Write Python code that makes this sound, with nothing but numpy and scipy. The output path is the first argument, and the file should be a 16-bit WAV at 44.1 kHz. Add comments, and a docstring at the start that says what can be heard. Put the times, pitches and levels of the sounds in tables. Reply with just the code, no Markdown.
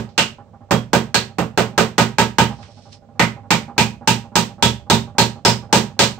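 """In a hard workshop, a small hammer taps pins into the back panel of a wooden cabinet, close to a stereo microphone.
Each blow sums damped modes of box, panel and steel, a band-limited click and the pin's note, spread by reflections.
A machine chugs faintly behind as short strokes of three resonances and low noise over a wavering hum.
A hand slides over the wood as shaped, uneven noise, and fingertips tick on it as very short damped sines.
Shaped noise is the air of the workshop, and a limiter on each channel flattens the start of every blow."""
import sys
import numpy as np
from scipy import signal
from scipy.io import wavfile
from scipy.ndimage import uniform_filter1d

SR = 44100
rng = np.random.default_rng(int(sys.argv[2]) if len(sys.argv) > 2 else 0)


def undo_db(level):
    """Turn decibels back into plain size, where 20 dB means ten times bigger."""
    steps = np.asarray(level, float) / 20
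    return 10 ** steps


def materialize(psi):
    """Save the field psi as 16-bit PCM at rate SR to the path in sys.argv[1].

    A 1-D psi becomes a single channel; in a 2-D psi each row is a channel.
    """
    bounded = np.clip(np.atleast_2d(psi).T, -1, 1)
    quanta = np.round(bounded * 32767).astype(np.int16)
    wavfile.write(sys.argv[1], SR, quanta)


N = 273199  # length in samples

# All levels are those of the parts, ahead of the room balance and the microphone.
# Hammer blows; the pin sings higher as its free length shortens, and a new pin starts low.
# Columns: t/s, box thud level/dB, steel crack level/dB, pin f/Hz, pin level/dB (rms over the first 30 ms)
BLOWS = [(-.075, -15.5, -18, 2850, -50.5), (.178, -20.5, -7.5, 2840, -11),
         (0.7084, -13.5, -16.5, 3470, -59), (0.9312, -12, -12.5, 3230, -55),
         (1.1433, -20.5, -9, 4310, -12.5), (1.3838, -17, -25.5, 2700, -31.5),
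         (1.5746, -12.5, -14.5, 2750, -25.5), (1.7777, -12, -10.5, 2590, -33.5),
         (1.9803, -11.5, -9, 2800, -43.5), (2.1836, -11, -10.5, 2690, -37), (2.3836, -10.5, -10, 3040, -17),
         (3.1949, -14, -12.5, 2084, -10.5), (3.5053, -14.5, -9.5, 2250, -14),
         (3.7797, -11.5, -6.5, 2475, -12), (4.0743, -12.5, -6, 2710, -14.5), (4.3549, -12.5, -6, 3300, -48),
         (4.6245, -11.5, -5.5, 3390, -9), (4.8992, -10, -5.5, 3730, -11.5),
         (5.1828, -10.5, -4.5, 4250, -10), (5.4498, -9.5, -2.5, 5160, -6), (5.7268, -8.5, -2, 6330, -20),
         (5.9915, -11.5, 0, 4120, -11.5)]
# Ringing of the hammer head: f/Hz, level over the crack/dB, t60/s
HAMMER_HEAD = [(6316, -26, .2)]
# Modes of the cabinet, from box through panel and ring to snap:
# f/Hz, level within the family/dB, t60/s before the family's upper limit
CABINET_MODES = [(77.9, -12.5, 0.26), (119.3, -8.5, 0.23), (144.8, -9, 0.24), (178.46, 3, 0.12),
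                 (198.3, 0.5, 0.18), (223.5, -7, 0.26), (272.8, -9.5, 0.18), (319.4, -9.5, 0.19),
                 (335, -10.5, 0.33), (383, -1.5, 0.32), (444, -5.5, 0.21), (504.4, -8.5, 0.2),
                 (527.7, -8, 0.17), (568.7, 1, 0.11), (632.5, 8, 0.028), (701.4, 4, 0.043),
                 (764.5, 0, 0.081), (855, -5, .08), (894, 0, .1), (950, 0, .1), (990, -7, .06),
                 (1210, -18, 0.28), (1277, -4, 0.13), (1458, -5.5, 0.091), (1514.5, -2.5, 0.067),
                 (1591, 5, 0.043), (1867, -4, 0.056)]
# Borders between the four families: f/Hz
FAMILY_EDGES_HZ = (300, 800, 1000)
# Upper limit of decay in each family: t60/s
LONGEST_T60 = .38, .24, .11, .2
DETUNE = .007  # standard deviation of mode frequency, as a fraction
# How the wood answers as each pin bites deeper, over the thud:
# t/s, panel level/dB, ring level near 900 Hz/dB, snap level/dB
WOOD_ANSWER = [(0, 0, -1, -3.5), (1.8, 0, -2.5, -2), (2.3, -4.3, 4, -1), (3.2, -2.6, 2.5, 0.5),
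               (3.8, -8, 1.7, -8), (6.1, -1.2, -0.1, -8)]
# A hard, glancing blow lifts panel, ring and snap by these shares of crack over thud [dB per dB]
HARD_SHARE = 0.059, 0.33, 0.72
# Borders of the five bands of the contact click: f/Hz
CLICK_EDGES_HZ = (140, 330, 1080, 3100, 10000, 19000)
TOP_SHARE = .45  # the top click band exceeds the thud by this share of crack over thud
# Pin sound, a broad clank and then a thinner ring on the same note: level/dB, t60/s
PIN_STAGES = [(0, .0055), (-16, .025)]
# Thin pin notes that linger: t/s, f/Hz, level/dB, t60/s
LOOSE_PIN = [(.715, 3280, -28, .14), (.715, 5450, -35, .2), (.94, 3250, -31, .14)]
# Fingertip ticks on the panel: t/s, f/Hz, level/dB, t60/s
FINGER_TICKS = [(0.089, 4720, -51, 0.00083), (2.628, 2340, -41.5, 0.00032), (2.924, 5200, -49, 0.006)]

# Mean hum of the machine: f/Hz, level/dB
HUM = [(102, -49), (141, -60)]
# Resonances rung by each machine stroke: f/Hz
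CHUG_HZ = (808, 582, 230.2)
CHUG_S, PUFF_DB = 0.04, -3.5  # stroke length; noise level over the first resonance
# Accented machine strokes: t/s (sounded 4.5 ms earlier), level/dB
ACCENTS = [(.077, -47.5), (0.387, -41), (0.611, -45), (1.085, -46), (1.298, -46), (1.525, -50),
           (1.732, -41.5), (2.097, -46), (2.503, -33.5), (2.591, -41), (2.774, -48), (3.025, -50.5),
           (3.157, -48.5), (3.436, -44), (3.685, -35), (4.015, -38), (4.244, -41.5), (4.322, -43.5),
           (4.585, -44.5), (4.8, -45.5), (5.075, -43), (5.152, -42), (5.36, -42), (5.627, -39.5),
           (5.9, -43), (6.18, -39)]
STROKE_S = .078  # approximate spacing of strokes
# Plain machine strokes: t/s, level/dB
PLAIN_STROKES = [(0, -51.5), (3.1, -51), (3.5, -43), (6.2, -48)]
# Share of an accent followed by each resonance [dB per dB]
ACCENT_SHARE = 1, .3, 1
# Each resonance over the stroke: level/dB
CHUG_DB = 0, -1.5, 3.5
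# Standard deviation of each resonance on plain strokes: level/dB
CHUG_SCATTER_DB = 4, 3.5, 3

# Hand along the panel, ending in a flick: t/s, mean level/dB
SLIDE = [(2.52, -45), (2.564, -51), (2.63, -44), (2.674, -49), (2.864, -49.5), (2.915, -52), (2.929, -34.5),
         (2.972, -51), (3.03, -90)]
# Relative spectral density of the sliding hiss: f/Hz, level/dB per Hz
SLIDE_COLOUR = [(760, -28.5), (1300, -33), (3670, -19), (4190, -15.5), (4960, -16), (5530, -13.5),
                (6640, -24), (8830, -22.5), (9600, -16.5), (12500, -53), (21100, -120)]
GRAIN_DB = 1.2  # rms unevenness of the hiss

# Relative spectral density of the workshop air: f/Hz, level/dB per Hz
AIR_COLOUR = [(15, -48), (25, -13.5), (95, -6), (172, -5.5), (231, -4), (335, -18), (450, -13), (573, -10),
              (729, -17.5), (833, -28.5), (1860, -35), (15000, -38)]
AIR_DB = -48.5  # rms
# Reverberation of the workshop: f/Hz, t60/s
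ROOM = [(60, 0.51), (160, 0.11), (420, 0.23), (1100, 0.23), (2910, 0.24), (7680, 0.21)]
# Left-right likeness of noise and reflections: f/Hz, correlation
LIKENESS = [(60, 0.88), (180, 0.79), (550, 0.63), (1650, 0.28), (4970, -0.0), (15000, 0.0)]
# Stereo balance: f/Hz, left over right level/dB
LEAN = [(60, -9), (130, -6.5), (290, -7.5), (640, -7.5), (1410, -8), (3100, -5.5), (6820, -9),
        (15000, -11.5)]
# Overall tone: level falls towards the treble, with a notch near 10.5 kHz and a steep top end: f/Hz, level/dB
TONE = [(20, -17.5), (48, -1.5), (70, -2), (200, -3), (3000, -4), (6000, -8.5), (8000, -11.5), (9300, -22),
        (10500, -40.5), (11500, -29.5), (13000, -24.5), (15700, -20.5), (15950, -47), (22050, -57)]


def evened(x, size=None):
    """Normalization: scales to rms 1 over the first samples."""
    return x / np.sqrt(np.mean(x[..., :size] ** 2) + 1e-20)


def read(points, hz):
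    """Interpolation of a table on a logarithmic frequency axis."""
    f, value = np.transpose(points)
    return np.interp(np.log(hz + 1), np.log(f + 1), value)


def add(mix, s, sound):
    """Superposition: adds a sound at second s of a track that starts one second early."""
    part = mix[round((s + 1) * SR):][:len(sound)]
    part += sound[:len(part)]


def band(x, lo_hz, hi_hz):
    """Band limitation by a Butterworth filter."""
    sections = signal.butter(2, [lo_hz, min(hi_hz, .49 * SR)], "band", fs=SR, output="sos")
    return signal.sosfilt(sections, x)


def ring(modes, spread_db=2.0, rise_s=0.00091, detune=0.0):
    """Modal superposition: exponentially damped sines whose heights and pitches scatter at every call."""
    hz, db, t60 = np.transpose(modes)[:, :, None]
    t = np.arange(SR // 2) / SR
    db = db + spread_db * rng.standard_normal(hz.shape)
    hz = hz * (1 + detune * rng.standard_normal(hz.shape))
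    decaying = undo_db(db - 60 * t / t60) * np.sin(2 * np.pi * hz * t)
    return decaying.sum(0) * (1 - np.exp(-t / rise_s))


def stereo_noise(size, shape_db, window):
    """Partial coherence: two partly alike noises whose short-time spectrum follows shape_db(hz, t)."""
    hop = window // 4
    hz = np.fft.rfftfreq(window, 1 / SR)[:, None]
    t = np.arange(size // hop + 5) * hop / SR
    a, b, c, d = rng.standard_normal((len(t), len(hz), 4)).T
    left, other = a + 1j * b, c + 1j * d
    same = np.clip(read(LIKENESS, hz), -1, 1)
    right = same * left + np.sqrt(1 - same ** 2) * other
    spectrum = np.array([left, right]) * undo_db(shape_db(hz, t))
    return signal.istft(spectrum, nperseg=window, noverlap=window - hop)[1][:, :size]


def room(x):
    """Diffuse reverberation: dense reflections build up, and each band dies at its own speed."""
    tail = stereo_noise(SR // 2, lambda hz, t: -60 * t / read(ROOM, hz), window=256)
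    tail *= 1 - np.exp(-np.arange(SR // 2) / (0.00056 * SR))
    tail = tail / np.linalg.norm(tail, axis=1, keepdims=True)
    return signal.fftconvolve(x[None], tail, axes=1)[:, :len(x)]


def workshop_air():
    """Stationary random noise with a fixed spectral density."""
    return undo_db(AIR_DB) * evened(stereo_noise(N, lambda hz, t: read(AIR_COLOUR, hz) + 0 * t, window=2048))


def machine_hum():
    """Amplitude and phase modulation: two low tones waver slowly and at random."""
    t = np.arange(N) / SR
    drift = uniform_filter1d(rng.standard_normal((len(HUM), N)), 1300)
    waver = evened(uniform_filter1d(drift, 1300))
    return sum(np.sqrt(2) * undo_db(db + 3.2 * w) * np.sin(2 * np.pi * hz * t + 0.41 * w)
               for (hz, db), w in zip(HUM, waver))


def hammer():
    """Impact excitation: blows ring the cabinet and send a sharp click and the pin's note into the room."""
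    near, burst = np.zeros(N + SR), np.zeros((2, N + SR))
    start = round(.03 * SR)  # span over which levels are set
    impulse = signal.unit_impulse(SR // 10)
    edges = zip(CLICK_EDGES_HZ, CLICK_EDGES_HZ[1:])
    # alternating signs let neighbouring bands join
    click_parts = [(-1) ** k * evened(band(impulse, *e), start) for k, e in enumerate(edges)]
    modes = np.array(CABINET_MODES)
    family = np.searchsorted(FAMILY_EDGES_HZ, modes[:, 0])
    modes[:, 2] = np.minimum(modes[:, 2], np.take(LONGEST_T60, family))  # wood damping
    times, *answers_db = np.transpose(WOOD_ANSWER)
    for s, thud_db, crack_db, pin_hz, pin_db in BLOWS:
        hardness_db = crack_db - thud_db
        wood_db = [thud_db] + [thud_db + np.interp(s, times, db) + share * hardness_db
                               for db, share in zip(answers_db, HARD_SHARE)]
        for k, db in enumerate(wood_db):
            members = modes[family == k]
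            wood = ring(members, rise_s=5.24 / members[-1, 0], detune=DETUNE)
            add(near, s, undo_db(db) * evened(wood, start))
        add(near, s, undo_db(crack_db) * ring(HAMMER_HEAD))

        top_db = thud_db + TOP_SHARE * hardness_db
        click_db = wood_db[0] - 4, wood_db[1] - .6, wood_db[3] - 2, crack_db, top_db
        contact = sum(undo_db(db) * part for db, part in zip(click_db, click_parts))
        pin = ring([(pin_hz, *stage) for stage in PIN_STAGES], 0.83, rise_s=0.000076)
        pin = undo_db(pin_db) * evened(pin, start)[:SR // 10]
        # a random mix of two reflection patterns varies each blow
        turn = rng.uniform(0, 2 * np.pi)
        add(burst[0], s, np.cos(turn) * contact - np.sin(turn) * pin)
        add(burst[1], s, np.sin(turn) * contact + np.cos(turn) * pin)
        add(near, s, undo_db(-24) * contact)
    for s, hz, db, t60 in LOOSE_PIN:
        add(burst[0], s, undo_db(db) * evened(ring([(hz, 0, t60)], rise_s=0.00014), start))
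    return (undo_db(-4.5) * near + room(burst[0] + undo_db(-8.5) * near) + room(burst[1]))[:, SR:]


def stroke_list():
    """Periodic excitation: (s, plain dB, accent dB), with plain strokes spread evenly between accents."""
    rows = []
    for (s, db), (next_s, _) in zip(ACCENTS, ACCENTS[1:] + [(N / SR + STROKE_S, 0)]):
        count = max(round((next_s - s) / STROKE_S), 1)
        times = np.linspace(s, next_s, count, endpoint=False)
        plain_db = np.interp(times, *np.transpose(PLAIN_STROKES))
        rows.append((s, plain_db[0], db - plain_db[0]))
        rows += [(u, p, 0) for u, p in zip(times[1:], plain_db[1:])]
    return rows


def machine_strokes():
    """Resonance under short excitation: dull strokes sound three tones and a puff of low noise."""
    strokes, t = np.zeros(N + SR), np.arange(SR // 10) / SR
    shape = (1 - np.exp(-t / 0.0009)) / (1 + (t / CHUG_S) ** 5)
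    for s, plain_db, accent_db in stroke_list():
        scatter_db = np.multiply(CHUG_SCATTER_DB, rng.standard_normal(len(CHUG_HZ)))
        scatter_db = scatter_db * (.4 if accent_db else 1)  # accents are steadier
        peak_db = plain_db + np.multiply(ACCENT_SHARE, accent_db) + CHUG_DB + scatter_db
        tones = sum(undo_db(db) * np.sin(2 * np.pi * (hz * rng.normal(1, 0.0078) * t + rng.random()))
                    for hz, db in zip(CHUG_HZ, peak_db))
        low_noise = band(band(rng.standard_normal(len(t)), 240, 1300), 240, 1300)
        puff = undo_db(peak_db[0] + PUFF_DB) * evened(low_noise)
        add(strokes, s - .0045, shape * (tones + puff))
    return strokes[SR:] + undo_db(-9) * room(strokes)[:, SR:]


def finger_ticks():
    """Strongly damped oscillation: each fingertip tick is one very short sine, heard through the room."""
    ticks = np.zeros(N + SR)
    for s, hz, db, t60 in FINGER_TICKS:
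        add(ticks, s, undo_db(db) * evened(ring([(hz, 0, t60)], rise_s=0.00014), round(.03 * SR)))
    return room(ticks)[:, SR:]


def slide():
    """Friction noise: skin on wood gives a soft hiss that catches unevenly."""
    s, db = np.transpose(SLIDE)
    hiss = evened(stereo_noise(N, lambda hz, t: read(SLIDE_COLOUR, hz) + 0 * t, window=256))
    catch_db = GRAIN_DB * evened(uniform_filter1d(rng.standard_normal(N), size=300))
    return hiss * undo_db(np.interp(np.arange(N) / SR, s, db, -120, -120) + catch_db)


def scene():
    """Linear superposition of air, machine, hammer and hand."""
    machine = machine_hum() + machine_strokes()
    return workshop_air() + hammer() + machine + finger_ticks() + slide()


def microphone(dry):
    """Minimum-phase filtering: sets the tone, makes the right louder and the left slightly earlier."""
    hz = abs(np.fft.fftfreq(8192, 1 / SR))
    log_gain = np.log(undo_db(read(TONE, hz) + np.array([[.5], [-.5]]) * read(LEAN, hz)))
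    colour = np.fft.ifft(np.exp(np.conj(signal.hilbert(log_gain)))).real[:, :2048]
    x = signal.fftconvolve(dry, colour, axes=1)[:, :N]
    x[0] = np.roll(x[0], -2)  # samples
    return x


def limiter(x):
    """Dynamic gain reduction: each channel's peaks above -1 dB are pressed down, then gain recovers."""
    level_db = 20 * np.log10(abs(x) + 1e-9)
    fall = np.arange(N) * 500.0 / SR  # recovery of 500 dB a second
    held_db = np.maximum.accumulate(level_db + fall, axis=1) - fall
    over_db = np.maximum(held_db + 1, 0)
    return x / undo_db(0.95 * uniform_filter1d(over_db, 30, axis=1))


def low_pass(x):
    """Removes everything above the highest recorded frequency."""
    return signal.sosfilt(signal.butter(12, 16590, fs=SR, output="sos"), x)


def record(dry):
    """Signal chain in series: microphone, limiter and clipping at full scale."""
    mix = np.clip(limiter(microphone(dry)), -1, 1)
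    return low_pass(mix)


dry = scene()
out = record(dry)
materialize(out)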